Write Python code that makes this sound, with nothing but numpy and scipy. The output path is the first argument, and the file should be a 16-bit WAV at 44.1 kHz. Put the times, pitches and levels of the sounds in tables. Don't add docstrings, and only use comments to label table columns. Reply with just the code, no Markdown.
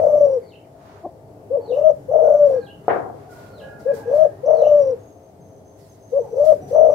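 import sys
import numpy as np
from scipy import signal
from scipy.fft import rfft, irfft
from scipy.io import wavfile
from scipy.ndimage import uniform_filter1d, minimum_filter1d, map_coordinates

SR = 44100
rng = np.random.default_rng(int(sys.argv[2]) if len(sys.argv) > 2 else 0)


def wav_record(signal):
    frames = np.transpose(np.atleast_2d(signal))
    bounded = np.clip(frames, -1, 1)
    quanta = np.round(bounded * 32767).astype(np.int16)
    wavfile.write(sys.argv[1], SR, quanta)


def volts(x):
    e = np.asarray(x, float) / 20
    return 10 ** e


N = 306054


def evened(x):
    return x / np.sqrt(np.mean(x ** 2) + 1e-20)


def read(points, hz):
    f, value = np.transpose(points)
    return np.interp(np.log(hz + 1), np.log(f + 1), value)


def curves(rows, t):
    s, *columns = np.transpose(rows)
    return [np.interp(t, s, c) for c in columns]


def add(mix, s, sound):
    part = mix[max(round(s * SR), 0):][:len(sound)]
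    part += sound[:len(part)]


def wander(n, hz):
    knots = rng.standard_normal(int(N / SR * hz) + 4)
    return map_coordinates(knots, [np.arange(n) * hz / SR], order=3)


def bumps(rows, rest_db, rise=1.):
    t = np.arange(N) / SR
    power = volts(2 * rest_db)
    for s, width, db in rows:
        side = width * np.where(t < s, rise, 1)
        power = power + volts(2 * db) * np.exp(-((t - s) / side) ** 2)
    return np.sqrt(power)


def resonate(x, hz, width):
    pole = np.exp((2j * np.pi * hz - np.pi * width) / SR)
    return 2 * signal.lfilter([1 - abs(pole)], [1, -pole], x).real


def band(air, hz, width):
    return evened(resonate(resonate(air, hz, width), hz, width))


def noise(table, same=0., lean_db=0., patchy_db=1.0, size=1024):
    hz = np.fft.rfftfreq(size, 1 / SR)
    a, b, c, d, patches = rng.standard_normal((N * 4 // size + 5, len(hz), 5), dtype=np.float32).T
    patches = evened(uniform_filter1d(uniform_filter1d(patches, size=12, axis=0), size=12, axis=1))
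    same = np.clip(same * np.ones(len(hz)), -1, 1)[:, None]
    left = a + 1j * b
    z = np.array([left, same * left + np.sqrt(1 - same ** 2) * (c + 1j * d)])
    edge_db = -80 * ((hz < table[0][0]) | (hz > table[-1][0]))
    z *= volts((read(table, hz) + edge_db)[:, None] + patchy_db * patches)
    z *= volts(np.multiply.outer([.5, -.5], lean_db * np.ones(len(hz))))[:, :, None]
    return evened(signal.istft(z, nperseg=size, noverlap=size * 3 // 4)[1][:, :N])


def tail(decays, gap=0.04, rise=0.01):
    hz, t, z = signal.stft(rng.standard_normal((2, SR)), SR, nperseg=256)
    h = signal.istft(z * volts(-60 * t / read(decays, hz)[:, None]), SR, nperseg=256)[1]
    h = h * np.clip((np.arange(h.shape[1]) / SR - gap) / rise, 0, 1)
    return h / np.linalg.norm(h[0])


def through(x, h):
    return signal.fftconvolve(x[None], h, axes=1)[:, :N]


# band_hz, t60_s
YARD = [(150, 0.94), (700, 0.64), (2000, 0.34), (2700, 0.28), (4200, 0.29), (9000, 0.34)]


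def far(x, dry_db, wet_db, lean_db, decays=YARD):
    echo = through(x, tail(decays, .005, .012))
    return volts([[lean_db / 2], [-lean_db / 2]]) * (volts(dry_db) * x + volts(wet_db) * echo)


def note(rows, blur_hz, partials=((1, 0),), haze=.2, haze_hz=120):
    t = np.arange(max(rows[0][0], 0), rows[-1][0], 1 / SR)
    db, hz = curves(rows, t)
    phase = 2 * np.pi * np.cumsum(hz + blur_hz * wander(len(t), 150)) / SR
    scatter = wander(len(t), haze_hz) + 1j * wander(len(t), haze_hz)
    smear = (1 + haze * scatter) / np.sqrt(1 + 2 * haze ** 2)
    tone = sum(volts(gain_db) * (smear * np.exp(1j * k * phase)).imag for k, gain_db in partials)
    level = np.sqrt(2) * volts(db + 3.1 * wander(len(t), 60))
    return t[0], level * tone * signal.windows.tukey(len(t), .15)


def whistle(start, length, db, first_hz, last_hz, attack=.03, fade_db=-8.):
    rise = min(attack, length / 2)
    end_db = db + fade_db * length
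    return [(start, db - 8.0, first_hz), (start + rise, db, first_hz),
            (start + length - rise / 2, end_db, last_hz), (start + length, end_db - 11.0, last_hz)]


# band_hz, level_db_per_hz
FLOOR = [(15, -54.5), (30, -34), (60, -13), (120, -4), (241, -9.5), (299, -5), (352, -15.5), (402, -2.5),
         (572, -18), (654, -7.5), (857, -24.5), (1180, -32.5), (1980, -36), (3780, -45), (13400, -42),
         (15800, -47)]
# band_hz, likeness (-1 to 1)
FLOOR_LIKENESS = [(60, 0.74), (180, 0.93), (550, 0.78), (1650, -0.69), (4970, 0.21), (15000, -0.94)]
# band_hz, level_db
FLOOR_LEAN = [(60, -0.5), (150, -1.5), (380, 3), (950, 13), (2380, 1.5), (5980, -2.5), (15000, -7.5)]
# pitch_hz, level_db
DRONES = [(436, -69.5), (485, -68), (533, -59.5), (632, -67)]
# centre_s, half_width_s, level_db
GUSTS = [
    (0, 0.31, 10),
    (2.2, 0.6, 5),
    (3.15, 0.29, 1.5),
    (4.1, 0.55, 4.5),
    (4.8, 0.18, 6.5),
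    (6.9, 0.42, 10),
]


def hum():
    hz = np.fft.rfftfreq(4096, 1 / SR)
    floor = noise(FLOOR, read(FLOOR_LIKENESS, hz), read(FLOOR_LEAN, hz), 2.2, size=4096)
    air = rng.standard_normal(N)
    drones = sum(volts(db) * band(air, f, 7.7) for f, db in DRONES)
    return volts(-48.15) * bumps(GUSTS, 0) * floor + volts([[2], [-2]]) * drones


# pitch_hz, level_db
BUZZ = [(300, -67.5), (400, -65), (500, -72), (650, -59), (750, -69.5), (900, -70), (1000, -85),
        (1300, -88)]


def buzz():
    mains_hz = 49.85
    order, bins = np.arange(6, 26), np.zeros(N // 2 + 1, complex)
    level_db = read(BUZZ, mains_hz * order) + 0.86 * (-1.) ** (order + 1)
    phase = 2 * np.pi * rng.random(len(order))
    bins[np.round(mains_hz * order * N / SR).astype(int)] = volts(level_db) * np.exp(1j * phase)
    steady = irfft(bins, N) * N / np.sqrt(2)
    return volts([[1.5], [-1.5]]) * volts(2.3 * wander(N, 0.98)) * steady


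# pitch_hz, width_hz, level_db
MOTOR = [(100.5, 26, -52.5), (140, 10, -58.5)]


def motor():
    bands = sum(volts(db) * band(rng.standard_normal(N), hz, width) for hz, width, db in MOTOR)
    return volts(-3.0) * bumps(GUSTS, 0) * bands


# band_hz, t60_s
TREES = [(2600, .26), (3300, .34), (4200, .34), (5200, .3), (6500, .18)]
# offset_s, level_db, pitch_hz
CHIRP = [
    (-.015, -18, 4420),
    (.025, -9, 4390),
    (.055, -6, 4170),
    (.08, -4, 3780),
    (.088, -11, 3450),
    (.096, 0, 3130),
    (.106, 2, 2760),
    (.122, -1, 2740),
    (.136, 0.3, 3020),
    (.15, -12, 2750),
]
# start_s, level_db, opening_lift_hz
CHIRPS = [
    (0.423, -53.5, 190),
    (1.62, -52, 5.5),
    (2.575, -54, 16),
    (3.507, -52.5, 6.8),
    (4.535, -51, 13),
]
# start_s, level_db, pitch_hz
RATTLE = [
    (.4, -72, 2150),
    (.47, -71, 2080),
    (.6, -73, 2150),
    (.68, -72, 2220),
]
# start_s, length_s, level_db, first_pitch_hz, last_pitch_hz
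INSECT = [
    (4.979, 0.34, -60.5, 6468, 6220),
    (5.393, 0.22, -65, 6360, 6130),
    (5.617, 0.18, -62.5, 6280, 6200),
    (5.883, 0.057, -58, 6275, 6210),
    (5.979, 0.49, -60.5, 6300, 5960),
    (6.273, 0.31, -61.5, 5960, 6210),
    (6.591, 0.486, -57, 5950, 5960),
]


def high_calls():
    calls = np.zeros(N)
    for start, level_db, lift_hz in CHIRPS:
        rows = [(start + s, level_db + db, hz + lift_hz * (hz > 3500)) for s, db, hz in CHIRP]
        add(calls, *note(rows, 55, haze=.9, haze_hz=330))
    add(calls, *note(RATTLE, 130, haze=3, haze_hz=158))
    for call in INSECT:
        add(calls, *note(whistle(*call, 0.051, -32.0), 50, haze=1.2, haze_hz=220))
    return far(calls, -2.6, -3.7, -1.5, TREES)


# start_s, length_s, level_db, first_pitch_hz, last_pitch_hz
CROWS = [
    (2.229, 0.22, -50.5, 1446, 1467),
    (2.521, 0.22, -51, 1620, 1628),
    (3.618, 0.29, -51, 1439, 1390),
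    (3.28, 0.33, -49, 1456, 1419),
    (3.608, 0.18, -45.5, 1652, 1662),
    (3.84, 0.5, -45, 1650, 1630),
]
# start_s, length_s, level_db, first_pitch_hz, last_pitch_hz
STRAYS = [
    (3.571, 0.1, -39.5, 600, 533),
    (6.6, 0.14, -46, 739, 720),
    (3.2, .36, -47.5, 770, 500),
    (5.5, 0.19, -54.5, 632, 628),
    (3.92, 0.5, -58, 1500, 1880),
]


def crowing():
    fowl = np.zeros(N)
    partials = ((.5, -3.0), (1, -0.5), (1.5, -23.5))
    for call in CROWS:
        add(fowl, *note(whistle(*call, 0.035, -30.0), 18, partials, haze=0.38, haze_hz=120))
    for call in STRAYS:
        add(fowl, *note(whistle(*call, 0.028, -14.0), 34, haze=0.26, haze_hz=133))
    return far(fowl, -2.5, -5.0, -1.3)


# start_s, level_db, pitch_hz
CLUCK = [
    (1.03, -46, 700),
    (1.042, -39, 688),
    (1.057, -31, 744),
    (1.065, -35, 570),
    (1.075, -41, 710),
    (1.1, -44, 690),
]


def cluck():
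    hen = np.zeros(N)
    add(hen, *note(CLUCK, 8, ((.5, -5), (1, .5), (1.5, -18.0)), haze=0.7, haze_hz=121))
    return volts([[1.5], [-1.5]]) * hen


# start_s, level_db
BANG = [
    (2.881, -7),
    (2.907, -18.5),
    (2.93, -21),
    (2.962, -20),
    (3, -27),
    (3.061, -32.5),
    (3.099, -28),
]
# pitch_hz, level_db, t60_s
BOARD = [(479, -9, 0.17), (560, 3, 0.036), (707, 7, 0.029), (1290, -8.5, 0.019)]
# band_hz, level_db_per_hz
BANG_TAIL = [(59, -40), (100, -16.5), (183, -20), (403, -3.5), (600, -4.5), (765, -0.5), (886, -8.5),
             (1620, -12), (1780, -15), (1950, -15.5), (3440, -39.5), (8000, -78.5), (10400, -90),
             (17600, -120)]


def bang():
    t, ring, click = np.arange(6000) / SR, np.zeros(N), np.zeros(N)
    board = sum(volts(db - 60 * t / t60) * np.sin(2 * np.pi * hz * t) for hz, db, t60 in BOARD)
    for s, db in BANG:
        add(ring, s, volts(db) * board * np.minimum(t / .0015, 1))
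    blow_s = BANG[0][0]
    add(click, blow_s, np.ones(1))
    hz = np.fft.rfftfreq(N, 1 / SR)
    echo = irfft(rfft(through(click, tail(YARD, 0.0011, 0.026))) * volts(read(BANG_TAIL, hz)), N)
    echo *= np.arange(N) > blow_s * SR
    return volts([[2.2], [-2.2]]) * (ring + volts(16.5) * echo / np.linalg.norm(echo[0]))


# band_hz, level_db_per_hz
FINE = [(1180, -34.5), (2000, 2), (2260, -14.5), (4710, -4.5), (6370, -7), (8690, -8), (15800, -10.5)]
# band_hz, level_db_per_hz
COARSE = [(410, -43.5), (700, -17.5), (728, -4.5), (990, -1), (2450, -17.5), (3030, -21), (7000, -27.5),
          (9100, -55.5), (15400, -120)]
# centre_s, half_width_s, level_db
RUBS = [(0, 0.014, -64.5), (.83, 0.063, -74), (2.485, 0.058, -65), (2.89, 0.12, -69), (3.32, 0.16, -63.5),
        (3.59, 0.13, -69.5), (3.8, .05, -64.5), (3.945, 0.061, -57.5), (4.15, 0.073, -61), (5.8, 0.17, -67),
        (6.12, 0.23, -69.5), (6.4, 0.046, -66), (6.455, 0.065, -56), (6.69, 0.077, -62)]
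# centre_s, half_width_s, level_db
SCUFFS = [(0, 0.004, -48), (.31, 0.11, -68), (.92, 0.088, -60), (1.8, 0.13, -71), (2.52, 0.08, -60.5),
          (2.94, 0.079, -61.5), (3.21, 0.061, -64.5), (3.42, 0.085, -60), (3.63, 0.057, -65.5),
          (3.97, 0.095, -61.5), (4.18, 0.083, -58.5), (4.7, 0.23, -62.5), (6.52, 0.045, -66.5)]


def rustle():
    rest_db, scuff_rest_db, coo_hiss_db = -75, -78, -67.5
    coo_swells = [(s + 0.27 * length, 0.42 * length, coo_hiss_db) for s, length, *_ in [*RISINGS, *ROLLINGS]]
    fine = bumps([*RUBS, *coo_swells], rest_db, 0.12)
    sides = (fine / volts(rest_db)) ** (0.64 * np.array([[-.5], [.5]]))
    rub = sides * fine * volts(4.5) * noise(FINE, size=256)
    scuff = bumps(SCUFFS, scuff_rest_db) * volts(9.5) * noise(COARSE, 0.083, -1.8, size=256)
    return rub + scuff


def murmur(db):
    air = rng.standard_normal(5000)
    low, high = (band(air, hz, 100) for hz in (455, 860))
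    return volts(db) * (low + 0.36 * high) * signal.windows.tukey(len(air), .5)


def sung(shape, start, length, db, swell_db, hiss_db):
    share, effort_db, hz, depth = np.transpose(shape)
    s = start + share * length
    throat = np.transpose([s, effort_db + db + swell_db * (2 * share - 1), hz, depth])
    hiss_hz = 5960 + 2.7 * (np.where(share < .6, 630, hz) - 600)
    return throat, np.transpose([s, hiss_db + 0.6 * (effort_db + 10.5), hiss_hz])


# multiple, level_db at top pitch, loss_db_per_hz below it
OVERTONES = [(2, -34.5, 0.03), (3, -53, 0.5), (5, -34.5, 0.7)]
# centre_s, length_ms, depth (0-1)
CATCHES = [(0.011, 6.3, 0.83), (0.022, 1.3, 0.7), (0.036, 2.6, 0.85), (0.061, 7.1, 0.94), (0.082, 5, 0.78),
           (0.094, 3.5, 0.75), (0.123, 6.6, 0.34), (0.153, 2.7, 0.61), (0.175, 5.4, 0.38),
           (0.194, 14.2, 0.94), (0.267, 2.25, 0.66), (0.293, 5.9, 0.7), (0.314, 9.1, 0.35), (0.361, 3, 0),
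           (1.567, 5.7, 0.98), (1.72, 2.02, 1), (1.743, 2.33, 0.46), (1.758, 3, 0.64), (1.767, 5.1, 0.78),
           (1.782, 4.6, 0.86), (1.805, 9.1, 0.88), (1.832, 6.7, 0.82), (1.891, 8.6, 0.87),
           (1.908, 4.87, 0.87), (2.112, 1.6, 0.7), (2.119, 2, 0.78), (2.135, 8.5, 0.63), (2.153, 4.7, 0.73),
           (2.177, 7, 0.45), (2.189, 1.7, 1), (2.199, 5.8, 0.6), (2.219, 2.0, 0.7), (2.236, 5.3, 0.86),
           (2.253, 1.27, 0.8), (2.269, 4.8, 0.94), (2.288, 1.4, 0.9), (2.299, 3.8, 0.47),
           (2.321, 3.2, 0.56), (2.334, 4.6, 1), (2.367, 3.9, 0.75), (2.387, 4.4, 0.23), (2.493, 4.7, 0.55),
           (2.507, 2.1, 0.75), (2.53, 2.6, 0.48), (2.562, 1.7, 0.43)]
# centre_s, length_ms, depth (0-1)
LATE_CATCHES = [(3.876, 5.2, 0.2), (3.922, 5.3, 0.82), (4.097, 2.1, 0.7), (4.111, 2.9, 1),
                (4.126, 3.6, 0.2), (4.136, 1.6, 0.4), (4.156, 4.6, 0.5), (4.177, 3.6, 0.5),
                (4.206, 3.1, 0.46), (4.243, 8.7, 1), (4.262, 3.5, 0.94), (4.458, 1.7, 0.6),
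                (4.481, 4.9, 0.7), (4.502, 8.3, 0.6), (4.529, 4.2, 0.4), (4.539, 2, 0.32),
                (4.552, 5.5, 0.86), (4.565, 3.8, 0.8), (4.578, 1.5, 0.6), (4.589, 2.8, 0.8),
                (4.603, 1.1, 0.6), (4.615, 5.3, 1), (4.634, 3.9, 0.9), (4.649, 2.8, 0.49),
                (4.665, 2.8, 0.8), (4.684, 9.0, 0.52), (4.71, 5.1, 0.42), (4.851, 10, 0.52), (4.906, 8, 0),
                (6.188, 3.2, 0.71), (6.341, 3.1, 0.8), (6.354, 2.4, 0.6), (6.367, 3.1, 0.8),
                (6.379, 2.9, 0.5), (6.396, 3.4, 0.1), (6.437, 2.1, 0.62), (6.458, 7.4, 0.8),
                (6.514, 5.3, 0.8), (6.533, 4.9, 0.8), (6.726, 2.1, 0.8), (6.737, 2.2, 0.47),
                (6.746, 5.2, 0.5), (6.759, 5.3, 0.69), (6.78, 9.9, 0.49), (6.808, 3.6, 0.7),
                (6.827, 3.7, 0.6), (6.846, 3.6, 0.8), (6.865, 2.1, 0.6), (6.882, 5.2, 0.89),
                (6.898, 2.3, 0.9), (6.913, 4.2, 0.8)]
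# centre_s, length_ms, depth (0-1)
FALTERS = [
    (0.023, 13, 0.56),
    (.105, 37, 0.48),
    (2.379, 21, 0.48),
    (4.585, 32.6, 0.68),
    (6.925, 25, 0.67),
    (2.19, 55, 0.17),
    (2.293, 9, .45),
    (4.49, 45, 0.21),
    (4.646, 8, 0.33),
    (6.77, 15, 0.31),
]
# centre_s, length_ms, gain (0-1)
SURGES = [(.002, 3, 0.3), (.051, 5, 0.4), (.072, 5.8, .3), (.142, 6, .3), (.183, 6.2, .9), (.213, 5.1, .8),
          (1.899, 5.5, .6), (2.31, 2.8, .5), (2.35, 2.8, .6), (2.416, 4.6, .3), (2.436, 8, .3),
          (4.625, 7.8, .6), (4.675, 8, .4), (4.72, 9, .4)]


def coo(rows):
    t = np.arange(max(rows[0][0], 0), rows[-1][0], 1 / SR)
    n = len(t)
    effort_db, hz, depth = curves(rows, t)
    depth = np.clip(depth, 0, 1)
    hz = hz - 45 * np.exp((t - t[-1]) / .02)

    grip = np.ones(n)
    for s, ms, d in [*CATCHES, *LATE_CATCHES, *FALTERS]:
        if t[0] - .1 < s < t[-1] + .1:
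            grip *= 1 - np.clip(d, 0, 1) * np.exp(-((t - s) * 1000 / ms) ** 2)
    grip = grip * (1 + sum(np.clip(g, 0, 2) * np.exp(-((t - s) * 1000 / ms) ** 2) for s, ms, g in SURGES))

    twist = np.zeros(n)
    for s, ms, d in [*CATCHES, *LATE_CATCHES]:
        if t[0] < s < t[-1]:
            u = (t - s) * 1000 / 5
            twist += 150 * depth * d * u * np.exp(-u ** 2)
    slip = np.maximum(1 - grip, 0) ** 2
    sag = 190 * depth * (uniform_filter1d(slip, size=1800) - slip)
    jitter = (2.7 + 9 * depth) * wander(n, 170)
    phase = 2 * np.pi * np.cumsum(uniform_filter1d(hz + twist, size=100) - sag + jitter) / SR

    blur = .5 * wander(n, 140)
    overtones = np.zeros(n)
    for k, db, fall in OVERTONES:
        level_db = db - fall * (645.0 - hz) - 1.2 * k * k * depth
        overtones += volts(level_db) * np.sin(k * phase + blur)
    leak = volts(-42.5 + 16 * depth) * band(rng.standard_normal(n), 850, 240)
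    tone = grip * np.sin(phase) + np.sqrt(grip) * overtones + leak
    body = 1 + (.04 + .17 * depth) * wander(n, 130)

    slack_level = depth * volts(-25.5 + 3.5 * wander(n, 60))
    slack = slack_level * np.sin(2 * np.pi * np.cumsum(493 + 28 * wander(n, 75)) / SR)
    slack = slack * np.minimum(volts(effort_db + 24.5), 1)
    edge = np.clip(np.minimum((t - rows[0][0]) / .006, (t[-1] - t) / .014), 0, 1)
    return t[0], np.sqrt(2) * (volts(effort_db - 3.0 + 5.1 * depth) * body * tone + slack) * edge


# share (0-1), effort_db, pitch_hz, flutter (0-1)
SHORT = [
    (0, -36, 440, 0.2),
    (.14, -20, 509, 0.4),
    (.38, -16, 560, 0.1),
    (.66, -14, 570.7, 0.2),
    (.86, -23, 477, .12),
    (1, -23.5, 425, 0.2),
]
# share (0-1), effort_db, pitch_hz, flutter (0-1)
RISING = [
    (0, -34, 452.6, 0.5),
    (.2, -19.5, 498, 0.6),
    (.42, -14.5, 586, 0.5),
    (.62, -14.5, 617.7, 0.2),
    (.72, -14, 633, .05),
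    (.86, -9, 630.2, 0.2),
    (.93, -9, 603.9, 0.4),
    (1, -20.5, 520, 0.1),
]
# share (0-1), effort_db, pitch_hz, flutter (0-1)
ROLLING = [
    (0, -27.5, 499.5, .3),
    (.1, -13.5, 628, 0.7),
    (.31, -16, 631.6, 0.67),
    (.37, -12, 601.8, 0.6),
    (.5, -10.5, 600.3, 0.2),
    (.67, -12, 581, 0.1),
    (.78, -13.5, 542.3, 0.22),
    (.92, -17.5, 525, 0.3),
    (.98, -16.5, 483, 0.08),
]
# start_s, length_s, level_db, swell_db towards the end, hiss_db
SHORTS = [
    (1.498, .106, 0.08, 2.4, -86),
    (3.851, .102, 1.5, 0.5, -80),
    (6.118, .107, 1.2, 1, -89.5),
]
# start_s, length_s, level_db, swell_db towards the end, hiss_db
RISINGS = [
    (1.675, 0.25, -.4, .3, -67),
    (4.054, 0.2232, .1, -0.43, -64.5),
    (6.309, 0.24, 0.014, .4, -64.5),
]
# start_s, length_s, level_db, swell_db towards the end, hiss_db
ROLLINGS = [
    (-.118, 0.52, -0.057, 0.156, -62.5),
    (2.083, 0.53, -0.23, 0.81, -64.5),
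    (4.432, .526, 0.11, -0.86, -61),
    (6.707, 0.52, 0.21, -0.67, -63.5),
]
# pitch_hz, width_hz, level_db
STANDING = [(472.1, 29, -0.5), (581.5, 14, -1), (631, 16, -1), (699, 54, 4.5)]
# delay_ms, gain
PATHS = [(-7.71, .17), (.91, -.48), (4.76, .22), (16.78, -.15)]
# band_hz, t60_s
SHELTER = [(300, .26), (480, .22), (640, .24), (1500, .25), (6000, .2)]


def dove():
    voice, air = np.zeros(N), np.zeros(N)
    for shape, calls in (SHORT, SHORTS), (RISING, RISINGS), (ROLLING, ROLLINGS):
        for call in calls:
            throat, hiss = sung(shape, *call)
            add(voice, *coo(throat))
            add(air, *note(hiss, 90, ((.88, -6.5), (1, 2.5)), haze=2.5, haze_hz=488))
    for start, length, *_ in SHORTS:
        add(voice, start + 0.8 * length, murmur(-40))
    voice = signal.sosfiltfilt(signal.butter(3, 400, 'high', fs=SR, output='sos'), voice)

    paths, ahead = np.zeros((2, 2048)), 400
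    paths[:, ahead] = 1
    for ms, gain in PATHS:
        paths[:, ahead + round(ms * SR / 1000)] = gain, -gain
    rung = voice + sum(volts(db) * resonate(voice, hz, width) for hz, width, db in STANDING)
    near = signal.fftconvolve(rung[None], paths, axes=1)[:, ahead:ahead + N]
    echo = volts([[-20], [-22.5]]) * through(voice, tail(SHELTER))
    return near + echo + volts(-1.5) * air


def scene():
    background = hum() + buzz() + motor()
    neighbours = high_calls() + crowing() + cluck() + bang()
    return background + neighbours + rustle() + dove()


def low_pass(x):
    return signal.sosfilt(signal.butter(12, 15790, fs=SR, output="sos"), x)


def record(dry):
    room = np.minimum(.97 / np.maximum(abs(dry).max(0), 1e-6), 1)
    gain = uniform_filter1d(minimum_filter1d(room, size=301), size=151)
    return low_pass(dry * gain)


dry = scene()
out = record(dry)
wav_record(out)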